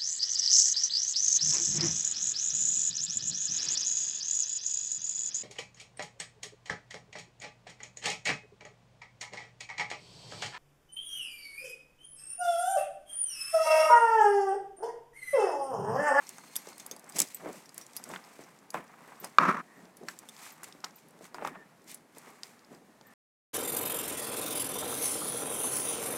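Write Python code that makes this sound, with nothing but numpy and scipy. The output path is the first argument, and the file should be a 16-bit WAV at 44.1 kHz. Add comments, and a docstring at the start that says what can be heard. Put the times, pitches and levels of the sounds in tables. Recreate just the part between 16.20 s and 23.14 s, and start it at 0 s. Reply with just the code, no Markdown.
"""A dog's chain collar clicks, link against link, as the dog is carried on an arm across a porch, close to
the microphone of a small camera. Fur and cloth rub, paws and a hand knock softly, a metal name tag clinks,
and once something bumps and scrapes right on the microphone hole. A faint whistle comes and goes;
under it all lie quiet outdoor air and the hiss of the recorder."""
import sys
import numpy as np
from scipy import signal
from scipy.fft import rfft, irfft, next_fast_len
from scipy.io import wavfile
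from scipy.ndimage import map_coordinates

SR = 44100
rng = np.random.default_rng(int(sys.argv[2]) if len(sys.argv) > 2 else 0)


def log_audio(samples):
    """Write samples as a 16-bit WAV file to the path given in sys.argv[1]."""
    # one column per channel
    frames = np.atleast_2d(samples).T
    # limit to full scale, then quantise
    limited = np.clip(frames, -1, 1)
    pcm = np.round(limited * 32767).astype(np.int16)
    wavfile.write(sys.argv[1], SR, pcm)


N = 305990
TIME = np.arange(N) / SR


def amp(db):
    """Gain of a level in dB."""
    return 10 ** (np.asarray(db) / 20)


def unit(x):
    """x scaled to rms 1."""
    return x / np.sqrt(np.mean(x ** 2) + 1e-20)


def fade(t, t60):
    """Gain that falls by 60 dB in t60 seconds."""
    return amp(-60 * t / t60)


def ring(t, hz, t60):
    """One dying tone of struck metal."""
    return fade(t, t60) * np.sin(2 * np.pi * hz * t)


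def filtered(x, response):
    """x through a response given as a function of Hz."""
    size = next_fast_len(len(x) + 8192)
    hz = np.fft.rfftfreq(size, 1 / SR) + 1e-3
    return irfft(rfft(x, size) * response(hz), size)[:len(x)]


def resonance(f, hz, width_hz):
    """Causal response of one resonance at the frequencies f."""
    return 1j * f * width_hz / (hz * hz - f * f + 1j * f * width_hz)


def grainy_noise(spectrum, grit_db, grains_per_s):
    """Noise of rms 1 with a spectrum of (Hz, dB) points; its level jumps from grain to grain."""
    grains = rng.standard_normal(grains_per_s * N // SR + 2)
    jumps = map_coordinates(grains, [TIME * grains_per_s])
    noise = rng.standard_normal(N) * amp(grit_db * jumps)
    points_hz, db = np.transpose(spectrum)
    return unit(filtered(noise, lambda hz: amp(np.interp(np.log(hz), np.log(points_hz), db))))


def impacts(t, hz, t60, sharpness, rise_s, push, top_hz):
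    """One row a contact: a push and a dying puff of noise through a double resonance, dull above top_hz."""
    envelope = fade(t, t60) * (1 - np.exp(-t / rise_s))
    energy = np.sum(envelope ** 2, 1)
    force = rng.standard_normal(envelope.shape) * envelope
    force[:, 1] = push * np.sqrt(energy)
    f = np.fft.rfftfreq(2 * len(t), 1 / SR)
    body = resonance(f, hz, hz / sharpness) ** 2
    low_pass = resonance(f, top_hz, top_hz) * top_hz / (1j * f + 1)
    puffs = irfft(rfft(force, 2 * len(t)) * body * low_pass)[:, :len(t)]
    return puffs * np.sqrt(energy / np.sum(puffs ** 2, 1))[:, None]


def placed(starts_s, sounds):
    """A track with each sound mixed in at its start."""
    track = np.zeros(N)
    for start, sound in zip(np.ravel(starts_s), sounds):
        part = track[round(start * SR):][:len(sound)]
        part += sound[:len(part)]
    return track


# Spectra of the dull rub, middle rub and fine swish. 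Each row: frequency in Hz, density in dB.
DULL_SPECTRUM = [(40, -10), (105, -20), (165, -0.5), (280, -0.5), (450, -4), (700, -7), (1000, -22),
                 (2000, -60)]
MIDDLE_SPECTRUM = [(400, -29.5), (750, -1.5), (1150, -1), (1400, -5), (2200, -7), (2900, -17.5),
                   (5000, -34.5)]
SWISH_SPECTRUM = [(1180, -30), (2000, -0.5), (3210, -6.5), (7150, -4), (7810, -3), (11200, -10.5),
                  (12400, -9), (15000, -17), (15800, -19), (16300, -33.5)]
# Fur brushing steadily on knitted cloth. Each row: time in seconds, middle rub and swish in dB.
BRUSHING = [(0, -60, -59), (.33, -62, -60), (.7, -64.5, -64.5), (.82, -68, -71.5), (.92, -59, -59),
            (1.13, -65, -62.5), (1.6, -64.5, -67), (1.95, -60.5, -61), (2.3, -64, -64.5), (2.5, -66, -81),
            (2.9, -60, -68.5), (3.55, -64, -70.5), (3.8, -70.5, -77.5), (4.1, -65, -65), (4.8, -69, -73.5),
            (5.4, -66, -76), (5.85, -77, -82.5), (6.1, -64, -68), (6.5, -72, -77.5), (6.8, -75.5, -77),
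            (6.94, -59, -66)]
# Strokes of cloth, fur and hand, close to the microphone.
# Each row: peak time, rise and fall in seconds, then dull rub, middle rub and swish in dB.
STROKES = [(.374, 0.065, .1, -69, -60, -54), (.488, .06, .09, -56.5, -54.5, -55.5),
           (.6, 0.059, 0.12, -64, -62, -57), (.74, .1, .1, -58, -66, -66), (.87, 0.18, .15, -59, -72, -75),
           (.972, 0.039, 0.088, -43.5, -49, -42.5), (1.006, .05, 0.062, -43, -48, -39),
           (1.162, 0.052, 0.092, -73, -71, -57), (1.269, 0.094, 0.12, -42, -47.5, -60),
           (1.37, .15, 0.12, -58, -59, -55.5), (1.599, 0.1, 0.084, -66, -66, -55),
           (1.768, 0.043, .08, -62, -64, -54.5), (1.94, 0.18, .1, -48.5, -51, -55),
           (2.214, 0.073, .07, -54.5, -59, -59), (2.552, .02, 0.099, -41, -41, -56),
           (2.879, 0.25, .2, -59.5, -61, -66), (3.047, 0.058, 0.072, -49.5, -50, -52.5),
           (3.62, 0.23, .3, -60, -71, -78), (3.827, .07, .1, -51.5, -68.5, -68),
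           (3.899, 0.044, 0.068, -57, -55.5, -52), (4.265, .2, .11, -69, -52.5, -50),
           (4.44, .015, .06, -62, -58, -50), (4.48, 0.076, .2, -60, -60, -62),
           (4.655, 0.032, 0.085, -61, -53, -59.5), (4.79, .1, 0.084, -68, -73, -64),
           (5.054, 0.057, 0.047, -57, -57, -53), (5.151, .015, .06, -49, -54, -58),
           (5.225, .06, .06, -43, -52, -72), (5.268, 0.064, 0.058, -44, -40, -55.5),
           (5.327, .05, 0.21, -52, -60, -76), (5.698, .04, .09, -67.5, -63, -48),
           (5.97, .05, 0.11, -62, -62, -60), (6.08, .13, 0.11, -57.5, -54.5, -62),
           (6.245, .02, .13, -63, -68, -56), (6.538, 0.086, 0.096, -57.5, -63, -65)]


def rubbing(dull_floor_db=-67, waver_db=2, edge_db=21.5, roundness=1.186):
    """Fibres catch and let go: gritty noise in three sizes of contact, swelling with each stroke."""
    t = np.arange(0, N + 64, 64) / SR
    times, middle_db, swish_db = np.transpose(BRUSHING)
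    steady_db = [np.full_like(t, dull_floor_db), np.interp(t, times, middle_db),
                 np.interp(t, times, swish_db)]
    waver = [map_coordinates(drift, [t * 10]) for drift in rng.standard_normal((3, 80))]
    steady = amp(waver_db * np.array(waver) + steady_db)
    peak, rise, fall, *stroke_db = np.transpose(STROKES)[:, :, None]
    from_peak = np.abs(t - peak) / np.where(t < peak, rise, fall)
    swell = amp(-edge_db * from_peak ** roundness)
    power = steady ** 2 + amp(np.squeeze(stroke_db)) ** 2 @ swell ** 2
    dull, middle, swish = [np.interp(TIME, t, np.sqrt(band)) for band in power]
    return (dull * grainy_noise(DULL_SPECTRUM, grit_db=2.5, grains_per_s=50)
            + middle * grainy_noise(MIDDLE_SPECTRUM, grit_db=2.5, grains_per_s=120)
            + swish * grainy_noise(SWISH_SPECTRUM, grit_db=2, grains_per_s=200))


# A faint whistle behind the dog's sounds.
# Each row: start and end in seconds, pitch in Hz, level in dB, gain of the overtones in dB.
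WHISTLES = [(0, .68, 2140, -65, 1), (3.46, 3.63, 1870, -64, -25), (5.29, 5.46, 1790, -59, -25),
            (6.83, 7, 1800, -63, -25)]


def whistle(width_hz=130, edge_s=.03):
    """A fuzzy tone: noise through a narrow resonance and its first multiples, fading in and out."""
    track = np.zeros(N)
    for start, end, hz, db, overtones_db in WHISTLES:
        def harmonics(f):
            return sum(amp(overtones_db * (k > 1)) * resonance(f, k * hz, k * width_hz) ** 2 / k ** .5
                       for k in range(1, 5))
        gate = np.clip(np.minimum(TIME - start, end - TIME) / edge_s, 0, 1)
        track += amp(db) * gate * unit(filtered(rng.standard_normal(N), harmonics))
    return track


# The background on the porch. Each row: frequency in Hz, density in dB.
AIR_SPECTRUM = [(15, -45), (25, -17), (53, -12), (95, -6), (146, -2), (237, 0), (295, -6), (873, -7.5),
                (1350, -12), (1820, -12), (2960, -21), (9500, -24.5), (15100, -31), (16300, -42)]


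def outdoor_air(level_db=-63):
    """Quiet open air and recorder hiss, as one slightly wavering noise."""
    return amp(level_db) * grainy_noise(AIR_SPECTRUM, grit_db=.7, grains_per_s=20)


# The tones of the collar's links and rings. Each row: pitch in Hz, t60 in seconds.
LINK_TONES = [(3620, .045), (4850, .04), (5100, .065), (5800, .07), (6430, .07), (7830, .06), (8950, .04),
              (9420, 0.057), (10020, 0.059), (10610, .05), (11360, .06), (12080, 0.045), (13230, .04),
              (13770, .05), (14400, .05), (15080, .03)]
# Links touching, close to the microphone. Each row: start in seconds, level in dB,
# centre of the crack in Hz, pitch of the struck link in Hz, its ringing in dB relative to the crack.
LINK_CLICKS = [(.0691, -44, 6050, 5800, -8), (.0917, -31, 7990, 8950, -21), (.183, -40, 6600, 8950, -19),
               (.3566, -28, 8900, 3620, -8), (.3639, -19.5, 10500, 11360, -14),
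               (.4707, -42, 5970, 5800, -13), (.4882, -39.5, 7450, 6430, -20),
               (.5305, -46, 4700, 5100, -20), (.5807, -38.5, 8860, 6430, -26), (.5987, -40, 6410, 6430, -8),
               (.6023, -40, 6870, 3620, -12), (.6637, -31.5, 9400, 12080, -15),
               (.7128, -33, 6700, 6430, -6.5), (.7192, -42, 6680, 3620, -10), (.7639, -41, 8880, 4850, -13),
               (.7948, -43, 8210, 8950, -25), (.8422, -47, 7060, 8950, -17), (.8976, -39, 9000, 10020, -29),
               (.9226, -43.5, 7320, 4850, -11), (.9596, -37, 8090, 5800, -7), (.9634, -31, 7110, 6430, -15),
               (.9674, -30, 7600, 10610, -13), (.9857, -22, 8620, 7830, -11),
               (.9904, -15.5, 7470, 7830, -17.5), (1.0016, -9, 7830, 8950, -28),
               (1.0176, -16, 7450, 7830, -21), (1.0208, -22, 6500, 6430, -16),
               (1.0739, -44, 6810, 5100, -10), (1.0859, -43, 8000, 7830, -19),
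               (1.1462, -39, 9000, 13770, -28), (1.3298, -45, 8260, 7830, -10),
               (1.4581, -48, 6050, 5800, -9), (1.4922, -42.5, 6950, 5100, -16),
               (1.5441, -40, 9520, 7830, -29), (1.5793, -28.5, 9460, 14400, -18),
               (1.6133, -45, 6280, 5800, -3.5), (1.6209, -52, 5990, 5800, -4),
               (1.6653, -40.5, 7140, 7830, -30), (1.7335, -45, 7130, 5100, -26),
               (1.7657, -28, 10500, 11360, -9), (1.7705, -40, 9400, 5100, -2),
               (1.8395, -32, 7750, 5800, -20), (1.8906, -45, 9000, 4850, -28),
               (1.9148, -43.5, 5660, 3620, -9), (1.9405, -43, 6940, 3620, -18),
               (1.9609, -34, 2900, 3620, -28), (2.0405, -48, 4900, 5100, -16),
               (2.2378, -48, 5630, 5800, -15), (2.5043, -35, 6000, 10610, -13),
               (2.542, -38, 8000, 3620, -13), (2.6787, -55, 5920, 5800, -14),
               (2.9565, -56, 4730, 5100, -16), (3.0449, -30, 9540, 5100, -16),
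               (3.0486, -36, 7520, 5100, -18), (3.1846, -21.5, 4300, 4850, -30),
               (3.6537, -51.5, 5000, 3620, -23), (3.7698, -45.5, 9900, 10020, -12),
               (3.8855, -29.5, 5370, 7830, -15.5), (3.9892, -35, 8050, 5800, -23),
               (3.9954, -48, 7940, 13230, -18), (4.0884, -42.5, 7170, 3620, -3),
               (4.0937, -40, 7300, 3620, -21), (4.1654, -45, 5360, 3620, -10),
               (4.4335, -34, 8860, 10610, -16), (4.4418, -38, 8300, 12080, -16),
               (4.4854, -48, 7510, 5800, -17), (4.5248, -40.5, 4700, 3620, -27.5),
               (4.6039, -51, 5660, 3620, -22), (4.6435, -26, 4760, 4850, -24),
               (4.6469, -31.5, 5020, 4850, -18), (4.6827, -54, 5680, 3620, -19),
               (4.7078, -50, 5740, 3620, -21), (4.8859, -52, 9800, 10020, -18),
               (4.9072, -54, 9000, 5800, -18), (5.0426, -45.5, 6400, 8950, -14),
               (5.1445, -41, 5730, 4850, -11), (5.2493, -39, 5580, 3620, -15),
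               (5.2739, -36, 5510, 3620, -13), (5.7154, -39, 8760, 8950, -10),
               (5.7446, -34, 10100, 10020, -14.5), (5.7473, -40, 9030, 10610, -21.5),
               (5.9834, -39.5, 9100, 9420, -17), (6.1036, -52, 9000, 7830, -20),
               (6.2333, -29, 5230, 5100, -27), (6.3924, -52, 5540, 4850, -21),
               (6.812, -48.5, 4600, 4850, -27)]


def chance_ticks(per_s=6, level_db=-55.5, centre_hz=6500, ring_db=-15):
    """Faint touches of the links at random times, as rows like those of LINK_CLICKS."""
    when, link, size, pitch = rng.random((per_s * N // SR, 4)).T
    db = level_db + 8 * (size - .5)
    crack_hz = centre_hz * 2 ** (.9 * (pitch - .5))
    struck_hz = np.array(LINK_TONES)[(link * len(LINK_TONES)).astype(int), 0]
    return np.transpose([when * N / SR, db, crack_hz, struck_hz, np.full_like(when, ring_db)])


def chain_collar(crack_t60_s=.011, other_links_db=-17):
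    """Each touch is a short crack; the struck link rings on, the others more faintly."""
    t = np.arange(3072) / SR
    starts, db, crack_hz, struck_hz, ring_db = np.vstack([LINK_CLICKS, chance_ticks()]).T[:, :, None]
    cracks = impacts(t, crack_hz, np.full_like(starts, crack_t60_s),
                     sharpness=1.15, rise_s=.0002, push=.35, top_hz=1.4 * crack_hz)
    link_hz, t60 = np.transpose(LINK_TONES)[:, :, None]
    octaves_apart = np.abs(np.log2(link_hz.T / struck_hz))
    share_db = np.maximum(-120 * octaves_apart, rng.normal(other_links_db, 5, octaves_apart.shape))
    # each link also has a lower, shorter twin tone
    tones = ring(t, link_hz, t60) + amp(-1) * ring(t, .95 * link_hz, .5 * t60)
    return placed(starts, amp(db) * (cracks + amp(ring_db + share_db) @ tones))


# Paws, cloth and hand knocking near the camera.
# Each row: start in seconds, level in dB, centre in Hz, t60 in seconds.
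KNOCKS = [(0.1835, -46.5, 980, 0.078), (0.2372, -50, 1020, .05), (.4726, -40.5, 457, 0.047),
          (.6608, -46, 920, .026), (.713, -44.5, 476, .055), (.7659, -48, 630, .047),
          (0.839, -52, 590, 0.073), (0.9864, -36, 490, .05), (1.001, -35.5, 1340, 0.019),
          (1.2593, -34, 600, .061), (1.2915, -40, 460, 0.11), (1.3422, -46, 520, .049),
          (1.5797, -50, 1540, 0.06), (1.7993, -46, 910, .039), (1.9016, -41, 725, 0.11),
          (1.9374, -36.5, 1270, 0.075), (1.9605, -37, 1550, 0.05), (2.1918, -44, 380, 0.12),
          (2.5444, -25, 800, 0.058), (2.8069, -50, 860, 0.038), (2.9207, -48, 930, 0.073),
          (3.026, -47, 450, .06), (3.0427, -36.5, 840, 0.06), (3.8113, -42.5, 368, 0.036),
          (3.831, -47, 490, 0.098), (3.8852, -32, 1510, 0.05), (4.0357, -47.5, 870, .04),
          (4.2641, -49, 1360, .106), (4.4318, -40, 1200, .035), (4.5496, -51, 290, .097),
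          (4.6404, -34, 980, 0.06), (5.0092, -45.5, 490, .074), (5.1455, -38.5, 870, .069),
          (5.184, -39, 1000, .09), (5.2232, -31, 560, .06), (5.2494, -20, 880, .02),
          (5.274, -33, 1100, .05), (5.3518, -46, 1500, .05), (5.356, -42, 950, .07),
          (5.9701, -43, 490, 0.026), (6.233, -49.5, 1560, .047), (6.5168, -48, 309, .15),
          (6.8107, -50, 750, .039)]


def soft_knocks():
    """Soft things do not ring: one low push and a dull puff."""
    t = np.arange(8192) / SR
    starts, db, centre_hz, t60 = np.transpose(KNOCKS)[:, :, None]
    puffs = impacts(t, centre_hz, t60, sharpness=1.1, rise_s=.001, push=1.1, top_hz=2530)
    return placed(starts, amp(db) * puffs)


# The name tag's lower tones. Each row: pitch in Hz, relative level in dB, t60 in seconds.
TAG_LOW_TONES = [(8040, 0, .035), (9920, -14, .04)]
# Strikes on the tag, close to the microphone.
# Each row: start in seconds, level of the high tone in dB, lower tones in dB relative to it.
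TAG_CLINKS = [(0.8917, -61.5, 21), (.897, -53.5, 8), (1.1463, -34, 0), (1.8896, -56.5, 13),
              (3.0006, -40.5, -20), (3.5703, -65, -9), (4.322, -48.5, -14), (4.7601, -47.5, -20),
              (6.8687, -54, -10)]


def name_tag():
    """A thin metal tag is struck: one long high tone and shorter lower ones."""
    t = np.arange(8192) / SR
    high = ring(t, hz=14030, t60=.062)
    low = sum(amp(db) * ring(t, hz, t60) for hz, db, t60 in TAG_LOW_TONES)
    starts, high_db, low_db = np.transpose(TAG_CLINKS)[:, :, None]
    return placed(starts, amp(high_db) * (high + amp(low_db) * low))


# A scrape right across the microphone hole. Each row: time in seconds, level in dB.
SCRAPE_LEVELS = [(3.185, -45), (3.194, -24), (3.24, -24), (3.26, -27), (3.292, -23), (3.315, -25),
                 (3.322, -33.5), (3.352, -37.5), (3.41, -37), (3.42, -61)]
# The colour of the cavity in front of the microphone. 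Each row: frequency in Hz, density in dB.
CAVITY_SPECTRUM = [(60, -40), (108, -25), (160, -8), (270, -8), (400, -12), (820, -14), (1080, -1),
                   (1300, -1), (1550, -10.5), (2350, -17.5), (3000, -32), (5000, -37), (5750, -34),
                   (6300, -38), (16000, -54)]


def microphone_hole(bump_at_s=3.1847, bump_db=-2, push_s=.0021, t60_s=.012):
    """A bump and a scrape set the small cavity in front of the microphone ringing."""
    times, db = np.transpose(SCRAPE_LEVELS)
    scrape_gain = amp(np.interp(TIME, times, db, left=-120, right=-120))
    scrape = scrape_gain * grainy_noise(CAVITY_SPECTRUM, grit_db=2.5, grains_per_s=200)
    age = np.maximum(TIME - bump_at_s, 0)
    cavity = sum(gain * np.sin(2 * np.pi * hz * age)
                 for hz, gain in [(1200, -1), (1620, .3), (2400, .17), (2800, .06)])
    attack = 1 - np.exp(-age / .0003)
    decay = fade(np.maximum(age - push_s, 0), t60_s)
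    return scrape + amp(bump_db) * attack * decay * cavity


def porch_walls(sound, delay_s=.006, t60_s=.2, level_db=-22):
    """The nearby walls answer with a short, faint tail."""
    t = np.arange(SR // 2) / SR
    tail = rng.standard_normal(len(t)) * fade(t, t60_s) * (t > delay_s)
    return amp(level_db) * signal.fftconvolve(sound, tail / np.linalg.norm(tail))[:N]


def scene(low_hz=120):
    """The porch in mono, heard from a camera close to the dog."""
    hits = chain_collar() + soft_knocks() + name_tag()
    contacts = hits + porch_walls(hits) + microphone_hole()
    # the microphone's bass cut thins the close clicks, knocks and bump
    contacts = filtered(contacts, lambda hz: (resonance(hz, low_hz, low_hz) * 1j * hz / low_hz) ** 2)
    return (contacts + outdoor_air() + rubbing() + whistle())[None]


def record(dry):
    """The microphone rounds off the highest peak; the recorder thins the bass and ends at its band limit."""
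    ceiling, bass_hz, bass_db, top_hz = .72, 120, -12, 16450
    rounded = dry[0] / (1 + np.abs(dry[0] / ceiling) ** 6) ** (1 / 6)

    def recorder(hz):
        high_pass = 1 / np.hypot(1, (bass_hz / hz) ** 6)
        return np.hypot(amp(bass_db), high_pass) * (hz < top_hz)
    return filtered(rounded, recorder)[None]


dry = scene()
out = record(dry)
log_audio(out)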